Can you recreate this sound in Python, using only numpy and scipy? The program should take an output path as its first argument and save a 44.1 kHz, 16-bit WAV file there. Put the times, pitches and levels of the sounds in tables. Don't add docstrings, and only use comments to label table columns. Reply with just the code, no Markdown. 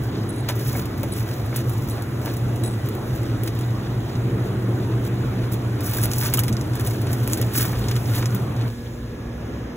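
import sys
import numpy as np
from scipy import signal
from scipy.fft import rfft, irfft, next_fast_len
from scipy.io import wavfile
from scipy.ndimage import uniform_filter1d

SR = 44100
rng = np.random.default_rng(int(sys.argv[2]) if len(sys.argv) > 2 else 0)


def materialize(psi):
    bounded = np.clip(np.atleast_2d(psi).T, -1, 1)
    quanta = np.round(bounded * 32767).astype(np.int16)
    wavfile.write(sys.argv[1], SR, quanta)


N = 430416
FRIDGE_S = 8.69


def fans():
    # time in seconds, then the levels of rush, boom and hiss in dB.
    fan_levels = [(0, -27, -34.5, -50), (2.5, -26.5, -30, -58), (4.14, -26.5, -33.5, -50),
                  (4.16, -25.5, -32.5, -59), (5.3, -25.5, -32.5, -53), (6.2, -25.5, -32, -58),
                  (8.1, -25.5, -24.5, -60), (8.68, -25.5, -35.5, -66), (8.7, -33.5, -32.5, -55),
                  (8.95, -33.5, -36, -52.5), (9.25, -32, -39.5, -59), (9.55, -29.5, -38, -73),
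                  (9.76, -31, -41, -69)]
    # frequency in Hz, relative strength in dB.
    cooler_air = [(18, -55), (33, -30), (42, -14.5), (52, -11), (75, -13.5), (103, -7.5), (119, -4.5),
                  (135, -9), (152, -22), (183, -11), (221, -13), (333, -13.5), (593, -24), (699, -24),
                  (932, -28.5), (1410, -31), (4100, -47), (5330, -100), (9020, -120)]
    fridge_air = [(18, -38), (30, -28), (59, 0.5), (86, -17), (114, -10), (150, -12.5), (195, -12),
                  (215, -13), (235, -9.5), (266, -9.5), (377, -14.5), (482, -15), (657, -23.5), (1590, -31),
                  (1730, -30), (2080, -33), (3900, -41.5), (4300, -46), (5300, -42.5), (6900, -48),
                  (7600, -67), (9020, -90)]
    case_boom = [(60, -27), (85, -6), (105, 7), (118, 8.5), (132, -6.5), (150, -23), (190, -36.5)]
    air_hiss = [(1500, -15), (3500, 16), (7500, 8), (8200, -18), (12000, -18), (15500, 5)]
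    rush_db, boom_db, hiss_db = curves(fan_levels)
    at_fridge = np.clip((np.arange(N) / SR - FRIDGE_S) / 0.011, 0, 1)
    rush = (1 - at_fridge) * noise(cooler_air, patchy_db=1.39)
    rush += at_fridge * noise(fridge_air, patchy_db=1.0)
    boom = noise(case_boom, patchy_db=1.4, size=4096)
    hiss = noise(air_hiss, patchy_db=4.0, size=512)
    return amp(rush_db) * rush + amp(boom_db) * boom + amp(hiss_db) * hiss


def motors():
    # start and end in seconds, pitch in Hz, level in dB, waver in dB.
    tones = [(0, 4.15, 118.6, -28.5, 2.2), (4.15, 8.69, 118.8, -24.5, 2), (8.69, 10, 118.4, -41, 2.5),
             (0, 8.69, 133, -37, 3), (0, 8.69, 108.8, -35, 3), (0, 4.15, 328.4, -43, 2),
             (4.15, 5.6, 188.4, -35, .8), (4.15, 5.4, 376.8, -41, 1.2), (4.15, 5.4, 329, -39, 2.5),
             (0, 4.15, 1970, -58, 2.5), (0, .45, 3940, -57, 1.5), (.45, 3.7, 3940, -64, 3.5),
             (4.15, 5.4, 466, -46, 1.5), (8.69, 10, 59.2, -40, 2), (8.69, 10, 236.9, -39, .7),
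             (8.69, 10, 479, -50, 1.5), (8.69, 10, 1685, -55.5, 1), (8.69, 10, 6562, -71, 2),
             (8.69, 10, 113, -40, 2)]
    waver_hz_per_db = 0.6
    t, out = np.arange(N) / SR, np.zeros(N)
    for start, end, hz, db, waver_db in tones:
        on = np.clip(np.minimum(t - start, end - t) / 0.0066 + .5, 0, 1)
        cycles = np.cumsum(hz + waver_hz_per_db * waver_db * wander(24.92)) / SR + rng.random()
        level = amp(db + waver_db * wander(18.0))
        out += on * level * np.sqrt(2) * np.sin(2 * np.pi * cycles)
    return out


def rustle():
    film = creases(per_s=1100, spread_db=4.2, echo_s=0.03, echo_db=5.0)
    bag = creases(per_s=2200, spread_db=4.0, echo_s=0.031, echo_db=7.0)
    body = band(bag, 770, 4570) + amp(-7.5) * band(bag, 1460, 2050) + amp(-17.5) * band(bag, 2970, 4000)
    bands = [body, band(film, 5440, 9300), band(film, 8450, 24700)]
    return sum(gain * evened(part) for gain, part in zip(squeezing(), bands))


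def squeezing():
    # start in seconds, length in seconds, strength in dB, the body's offset from that in dB.
    squeezes = [(0, 0.13, -53, 6), (0.475, 0.074, -41.5, 10.5), (0.5, 0.37, -42.5, -2),
                (0.746, 0.25, -47.5, -3), (0.965, 0.088, -56, -3), (1.02, 0.63, -47, -3),
                (1.531, 0.13, -43.5, 5), (1.627, 0.29, -47, -19), (1.805, 0.28, -49, -19),
                (2.148, 0.42, -52.5, -8), (2.613, 0.12, -60, -4), (2.827, 0.066, -55, 0),
                (2.995, 0.18, -52, -6), (3.377, 0.35, -60, 8), (5.032, 0.072, -50, 8),
                (5.507, 0.078, -39.5, -0.5), (5.808, 0.29, -34.5, -3.5), (5.973, 0.26, -41.5, 3),
                (6.141, 0.24, -36.5, -1), (6.312, 0.091, -47, 7), (6.414, 0.11, -43, -2),
                (6.717, 0.21, -47.5, -2.5), (6.816, 0.2, -42, 1), (6.993, 0.45, -48.5, 2.5),
                (7.22, 0.53, -49, 0), (7.498, 0.28, -35, 2.5), (7.708, 0.26, -50, 6), (7.865, 0.08, -59, 5),
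                (8.047, 0.16, -44.5, -4), (8.118, 0.16, -41.5, 6), (8.298, 0.15, -46, -9),
                (8.552, 0.24, -53, 8)]
    rise_share = 0.27
    at_cooler = np.arange(N) < FRIDGE_S * SR
    level, body = amp(-53.5) * at_cooler, amp(-49.5) * at_cooler
    for start, length, db, body_db in squeezes:
        progress = np.arange(0, 1, 1 / (length * SR))
        ramp = np.minimum(progress / rise_share, (1 - progress) / (1 - rise_share))
        arch = np.sin(np.pi / 2 * ramp) ** 2
        add(level, start, amp(db) * arch)
        add(body, start, amp(db + body_db) * arch)
    brightness = (level / amp(-33.5)) ** 0.54
    return body, amp(-6) * level, amp(11.5) * level * brightness


def creases(per_s, spread_db, echo_s, echo_db, count=6):
    sizes = amp(spread_db * np.minimum(rng.exponential(1, N), 4))
    ticks = sizes * (rng.random(N) < per_s / SR)
    ticks = ticks * rng.choice([-1., 1.], N) * amp(3.07 * wander(40.0))
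    t, echo_choice = np.arange(4096) / SR, rng.integers(0, count, N)
    tails = rng.standard_normal((count, 3, len(t))) * amp(-60 * t / echo_s)
    tails = (tails[:, :1] + 0.022 * tails[:, 1:]) / np.linalg.norm(tails[0, 0])
    echoes = sum(signal.oaconvolve((ticks * (echo_choice == k))[None], tail, axes=1)[:, :N]
                 for k, tail in enumerate(tails))
    return ticks + amp(echo_db) * echoes


def snaps_and_clicks():
    # time in seconds, level in dB, pitch in Hz, then bright tail and body in relative dB.
    # The rows at 4.154, 8.680 and 8.702 s are short, dull clicks as the listener jumps
    ticks = [(0.2911, -32, 9600.0, -18, -23.0), (0.3616, -32, 9000.0, -13, -25.0),
             (0.4885, -15, 14200, -8, -6), (0.7717, -29, 15000.0, -13, -25.0),
             (0.794, -20.5, 14800.0, -9, -14), (0.856, -27, 13200.0, -7, -14),
             (0.9777, -31, 14100.0, -7, -16), (1.0325, -19, 15000.0, -10.0, -18),
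             (1.462, -30, 13100.0, -9, -22.0), (1.5612, -13.5, 14400.0, -5.5, -30.0),
             (1.696, -22, 14500.0, -8, -30), (1.7341, -34, 13800.0, -2, -24.0),
             (1.7411, -33, 13600.0, -17.0, -26.0), (1.9004, -36, 9500.0, -11, -22),
             (2.023, -25.5, 11300.0, -10, -23), (2.2163, -27, 13800.0, -13.0, -21.0),
             (2.2512, -30, 12100.0, -8, -20), (2.2599, -16, 14900.0, -23, -27),
             (2.369, -25, 9900.0, -12, -28), (2.5598, -31, 11100.0, -7, -12),
             (2.6377, -25, 10100.0, -8, -14), (2.6607, -23, 9300, -13.0, -31),
             (2.8611, -28, 12200.0, -15, -22), (2.888, -19, 14500.0, -16, -26.0),
             (2.952, -22, 14400.0, -21, -25.0), (3.1521, -32, 11600.0, -6.0, -23.0),
             (3.161, -25, 15000.0, -20.0, -19), (3.176, -32, 12100.0, -20.0, -12),
             (3.233, -26.0, 13300.0, -21, -17), (3.4355, -16, 14600.0, -13, -37),
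             (3.462, -27, 14500.0, -8, -18), (3.4754, -21.5, 14300.0, -9, -7),
             (3.5517, -29, 15000.0, -16.0, -18.0), (3.5896, -27, 15200.0, -10, -13),
             (3.6108, -25, 9400.0, -14, -16), (4.154, -32, 5960, -20, -6), (5.051, -27, 13800.0, -10, -20),
             (5.522, -26, 14000.0, -3.0, -23), (5.541, -24, 12700.0, -20, -32),
             (5.807, -21, 15000.0, -9, -16), (5.8348, -26, 14500.0, -12, -24),
             (5.8616, -35, 12100.0, -12, -20.0), (5.9135, -22, 12200.0, -18, -32.0),
             (5.9363, -15, 14900.0, -16, -31), (5.9701, -20.5, 14700.0, -2.5, -31.0),
             (6.0158, -19, 10600.0, -9, -29.0), (6.0305, -16, 11000, -10.5, -35.0),
             (6.0364, -10.5, 11700, -10, -33), (6.0453, -15, 12500.0, -10, -34.0),
             (6.057, -9, 11800, -19, -39.0), (6.1157, -17.5, 6300.0, -9, -18),
             (6.135, -17, 6800.0, -9, -16), (6.169, -20, 13100.0, -13, -23),
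             (6.1835, -18, 13000.0, -10, -32.0), (6.213, -13, 14000.0, -15, -21),
             (6.2347, -17, 9100.0, -16, -16), (6.2515, -19, 6160, -8, -17),
             (6.2608, -22, 11200.0, -18.0, -8), (6.3384, -8, 12400, -3.5, -16),
             (6.373, -12, 13200.0, -8, -22), (6.392, -7, 12400, -8.5, -18),
             (6.436, -17.5, 14600.0, -7.5, -13), (6.4566, -30, 11400.0, -17.0, -17.0),
             (6.4815, -16, 9900, -14.0, -10.5), (6.4949, -21, 15200.0, -21.0, -26),
             (6.527, -25, 6100.0, -5, -16), (6.5685, -23, 4930, -23, -13), (6.612, -24, 6100.0, -12, -27),
             (6.7343, -35, 5600.0, -3.0, -22), (6.7547, -19.5, 14200.0, -10, -30),
             (6.7966, -24, 9700.0, -6, -13), (6.8103, -20, 13400.0, -10, -22),
             (6.8648, -23, 14200.0, -5, -12), (6.873, -15.5, 9550, -12, -23),
             (6.9091, -25, 7300.0, -12, -9), (6.959, -25, 13400.0, -19.0, -23),
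             (7.0163, -24.5, 14900.0, -8, -15), (7.0697, -24, 9700.0, -25, -11),
             (7.1302, -17.5, 12100.0, -7.5, -17), (7.232, -28, 14700.0, -5.0, -22.0),
             (7.2427, -27, 14900.0, -16.0, -27), (7.276, -17.5, 11400.0, -8, -20),
             (7.2989, -25, 11800.0, -8, -27.0), (7.31, -26, 8000, -15, -14), (7.3254, -25, 13200.0, 0, -25),
             (7.3339, -6.5, 7600, -14.5, -42), (7.3738, -22, 11600.0, -5, -22),
             (7.3814, -22.0, 15100.0, -19.0, -21.0), (7.415, -13.5, 12000, -11, -19),
             (7.425, -26, 6000, -15, -7), (7.559, -26, 6800, -10, -25), (7.5754, -14, 13200, -10, -35.0),
             (7.6094, -11, 13400, -15, -24), (7.628, -11, 14900.0, -13, -33.0),
             (7.6524, -12, 15100.0, -12, -18), (7.6817, -20, 14800.0, -18.0, -31.0),
             (7.6956, -28, 14000.0, -19.0, -27.0), (7.7908, -27, 14800.0, -13, -26),
             (7.8851, -19, 6300, -13.5, -11.5), (7.9132, -17, 14600.0, -21, -12),
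             (7.9563, -28, 5130, -7, -15), (7.964, -22.5, 12200.0, -8, -7), (8.058, -29, 5300.0, -15, -11),
             (8.18, -24.5, 6000, -6.5, -14), (8.226, -27, 5900.0, -19, -7), (8.258, -17, 6270, -14, -14),
             (8.306, -31, 5400.0, -10, -21.0), (8.3487, -15.5, 15100.0, -12, -32),
             (8.5646, -33, 6500, -12, -8), (8.612, -31, 4000, -18, -7), (8.680, -34, 3500, -22, -12),
             (8.702, -33, 5000, -24, -13)]
    lead_s, tick_s, click_s, fade_s, thud_hz = 0.002, 0.00017, 0.00003, 0.067, 2600
    out, t = np.zeros(N), np.arange(4096) / SR - lead_s
    pulse = np.exp(-.5 * (t / tick_s) ** 2)
    click = amp(1.5) * np.exp(-.5 * (t / click_s) ** 2) * np.cos(t / click_s)
    fade = np.clip(t / tick_s / 4 + 1, 0, 1) * amp(-60 * t / fade_s)
    for s, db, hz, tail_db, body_db in ticks:
        hiss = rng.standard_normal(len(t))
        thud = amp(body_db - 7) * np.cos(2 * np.pi * thud_hz * t)
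        tick = pulse * (np.cos(2 * np.pi * hz * t) + amp(-12) * hiss + thud) + click
        tail = amp(tail_db) * evened(band(hiss, 0.59 * hz, 2.1 * hz))
        body = amp(body_db) * evened(band(hiss[::-1], 850, 5700))
        add(out, s - lead_s, amp(db) * (tick + fade * (tail + body)))
    return out


def knocks():
    # time in seconds, ring level in dB, ring pitch in Hz, slap level in dB.
    hits = [(5.985, -21.5, 1600, -41), (6.381, -24, 1270, -29), (6.384, -13, 2990, -35),
            (6.499, -19, 218, -44), (6.221, -36, 1110, -28.5), (6.245, -35, 2000, -36),
            (7.545, -34, 2300, -45), (7.579, -34, 1260, -36), (7.61, -29, 1900, -39),
            (7.643, -33, 2300, -36), (7.664, -31, 1240, -42), (7.729, -30, 1300, -28.5),
            (7.758, -23, 59, -38), (8.117, -27, 1400, -42), (8.15, -33, 3500, -40), (8.175, -35, 1800, -31),
            (8.178, -31, 3300, -42), (8.195, -33, 3180, -45), (8.226, -30, 1200, -29.5),
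            (8.336, -18, 193, -44)]
    ring_cycles, slap_s = 57, 0.1
    out, t = np.zeros(N), np.arange(SR // 2) / SR
    rise = 1 - np.exp(-t / 0.00097)
    for s, db, hz, slap_db in hits:
        ring = amp(db - 60 * t * hz / ring_cycles) * np.sin(2 * np.pi * hz * t)
        slap = amp(slap_db - 60 * t / slap_s) * evened(band(rng.standard_normal(len(t)), 610, 1800))
        add(out, s, rise * (ring + slap))
    return out


def strip_curtain():
    # time in seconds, strength in dB.
    bumps = [(0.489, -25), (0.498, -26), (0.506, -28), (0.731, -29), (0.748, -34), (1.031, -33),
             (1.525, -31), (1.541, -38), (2.27, -31.5)]
    # pitch in Hz, relative level in dB, seconds to fade by 60 dB.
    strip_tones = [(569, 4.5, 0.082), (770, -5, 0.1), (990, 3.5, 0.064), (1330, 0, 0.041), (1600, -8, 0.14),
                   (2203, -5, 0.082), (2600, -12, 0.069), (3180, -24, 0.043)]
    scuff = evened(band(rng.standard_normal(N), 21, 220))
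    return (0.59 + 0.53 * scuff) * struck(bumps, strip_tones, vary_db=4.0, rise_s=0.0014)


def jingles():
    # time in seconds, strength in dB.
    touches = [(0.2793, -48), (0.2857, -41), (0.3583, -42), (1.1154, -36), (1.135, -42), (1.898, -40.5),
               (2.6336, -30.5), (2.652, -45)]
    # pitch in Hz, relative level in dB, seconds to fade by 60 dB.
    metal_tones = [(3940, -5, 0.22), (7900, -26, 0.2), (8000, -3, 0.31), (9300, -6, .1), (9530, 0, 0.3),
                   (10700, 3.5, 0.2), (11000, -7, 0.092), (13500, -6, .06)]
    chatter = amp(3.5 * wander(300.0)) * wander(320.0)
    return chatter * struck(touches, metal_tones, vary_db=2.0, rise_s=0.0051)


def struck(hits, tones, vary_db, rise_s):
    out, t = np.zeros(N), np.arange(SR // 4) / SR
    rise = 1 - np.exp(-t / rise_s)
    for s, db in hits:
        for hz, tone_db, fade_s in tones:
            chance, phase = rng.standard_normal(2)
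            level = amp(db + tone_db + vary_db * chance - 60 * t / fade_s)
            add(out, s, rise * level * np.sin(2 * np.pi * hz * t + phase))
    return out


def noise(colour, patchy_db, size=2048):
    # frequency in Hz, how alike left and right are from 0 to 1.
    likeness = [(200, 0.99), (400, 0.91), (760, 0.23), (1300, 0.49), (2400, 0.2), (3600, 0.068), (4500, 1)]
    hz = np.fft.rfftfreq(size, 1 / SR)
    a, b, c, d, patches = rng.standard_normal((N * 4 // size + 5, len(hz), 5)).T
    patches = evened(uniform_filter1d(uniform_filter1d(patches, size=16, axis=0), size=8, axis=1))
    alike = np.clip(value_at(likeness, hz), 0, 0.995)[:, None]
    left = a + 1j * b
    right = alike * left + np.sqrt(1 - alike ** 2) * (c + 1j * d)
    spectra = np.array([left, right]) * amp(value_at(colour, hz)[:, None] + patchy_db * patches)
    return evened(signal.istft(spectra, nperseg=size, noverlap=size * 3 // 4)[1][:, :N])


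def wander(hz):
    t = np.arange(0, N + 64, 64) / SR
    rates = np.geomspace(hz / 20, hz, num=20)
    wobble = sum(np.sin(2 * np.pi * (f * t + rng.random())) / np.sqrt(f) for f in rates)
    return np.repeat(evened(wobble), 64)[:N]


def amp(db):
    return 10 ** (np.asarray(db) / 20)


def evened(x):
    return x / np.sqrt(np.mean(x ** 2) + 1e-20)


def value_at(points, hz):
    f, value = np.transpose(points)
    return np.interp(np.log(hz + 1), np.log(f + 1), value)


def add(mix, s, sound):
    part = mix[round(s * SR):][:len(sound)]
    part += sound[:len(part)]


def curves(table):
    s, *columns = np.transpose(table)
    return [np.interp(np.arange(N) / SR, s, c) for c in columns]


def band(x, lo_hz, hi_hz):
    edges = [lo_hz, min(hi_hz, SR / 2 - 500)]
    return signal.sosfilt(signal.butter(2, edges, "band", fs=SR, output="sos"), x)


def scene():
    brushed = jingles() + strip_curtain()
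    return fans() + motors() + rustle() + snaps_and_clicks() + knocks() + brushed


def record(dry):
    # frequency in Hz, how far the right side lags in radians.
    right_lag = [(0, 0), (1500, .05), (2600, 1.5), (3600, 1.6), (4650, 3.14), (17500, 21.99)]
    bass_cut_hz, treble_cut_hz = 40, 15750
    size = next_fast_len(N + 256)
    hz, lag = np.transpose(right_lag)
    delay = np.exp(-1j * np.interp(np.fft.rfftfreq(size, 1 / SR), hz, lag))
    right = irfft(rfft(dry[1], size) * delay, size)[:N]
    stereo = np.array([amp(-1.26) * dry[0], amp(-0.92) * right])
    stereo = signal.sosfilt(signal.butter(3, bass_cut_hz, "high", fs=SR, output="sos"), stereo)
    treble_cut = signal.firwin(511, treble_cut_hz, window=("kaiser", 9), fs=SR)
    return signal.oaconvolve(stereo, treble_cut[None], "same")


dry = scene()
out = record(dry)
materialize(out)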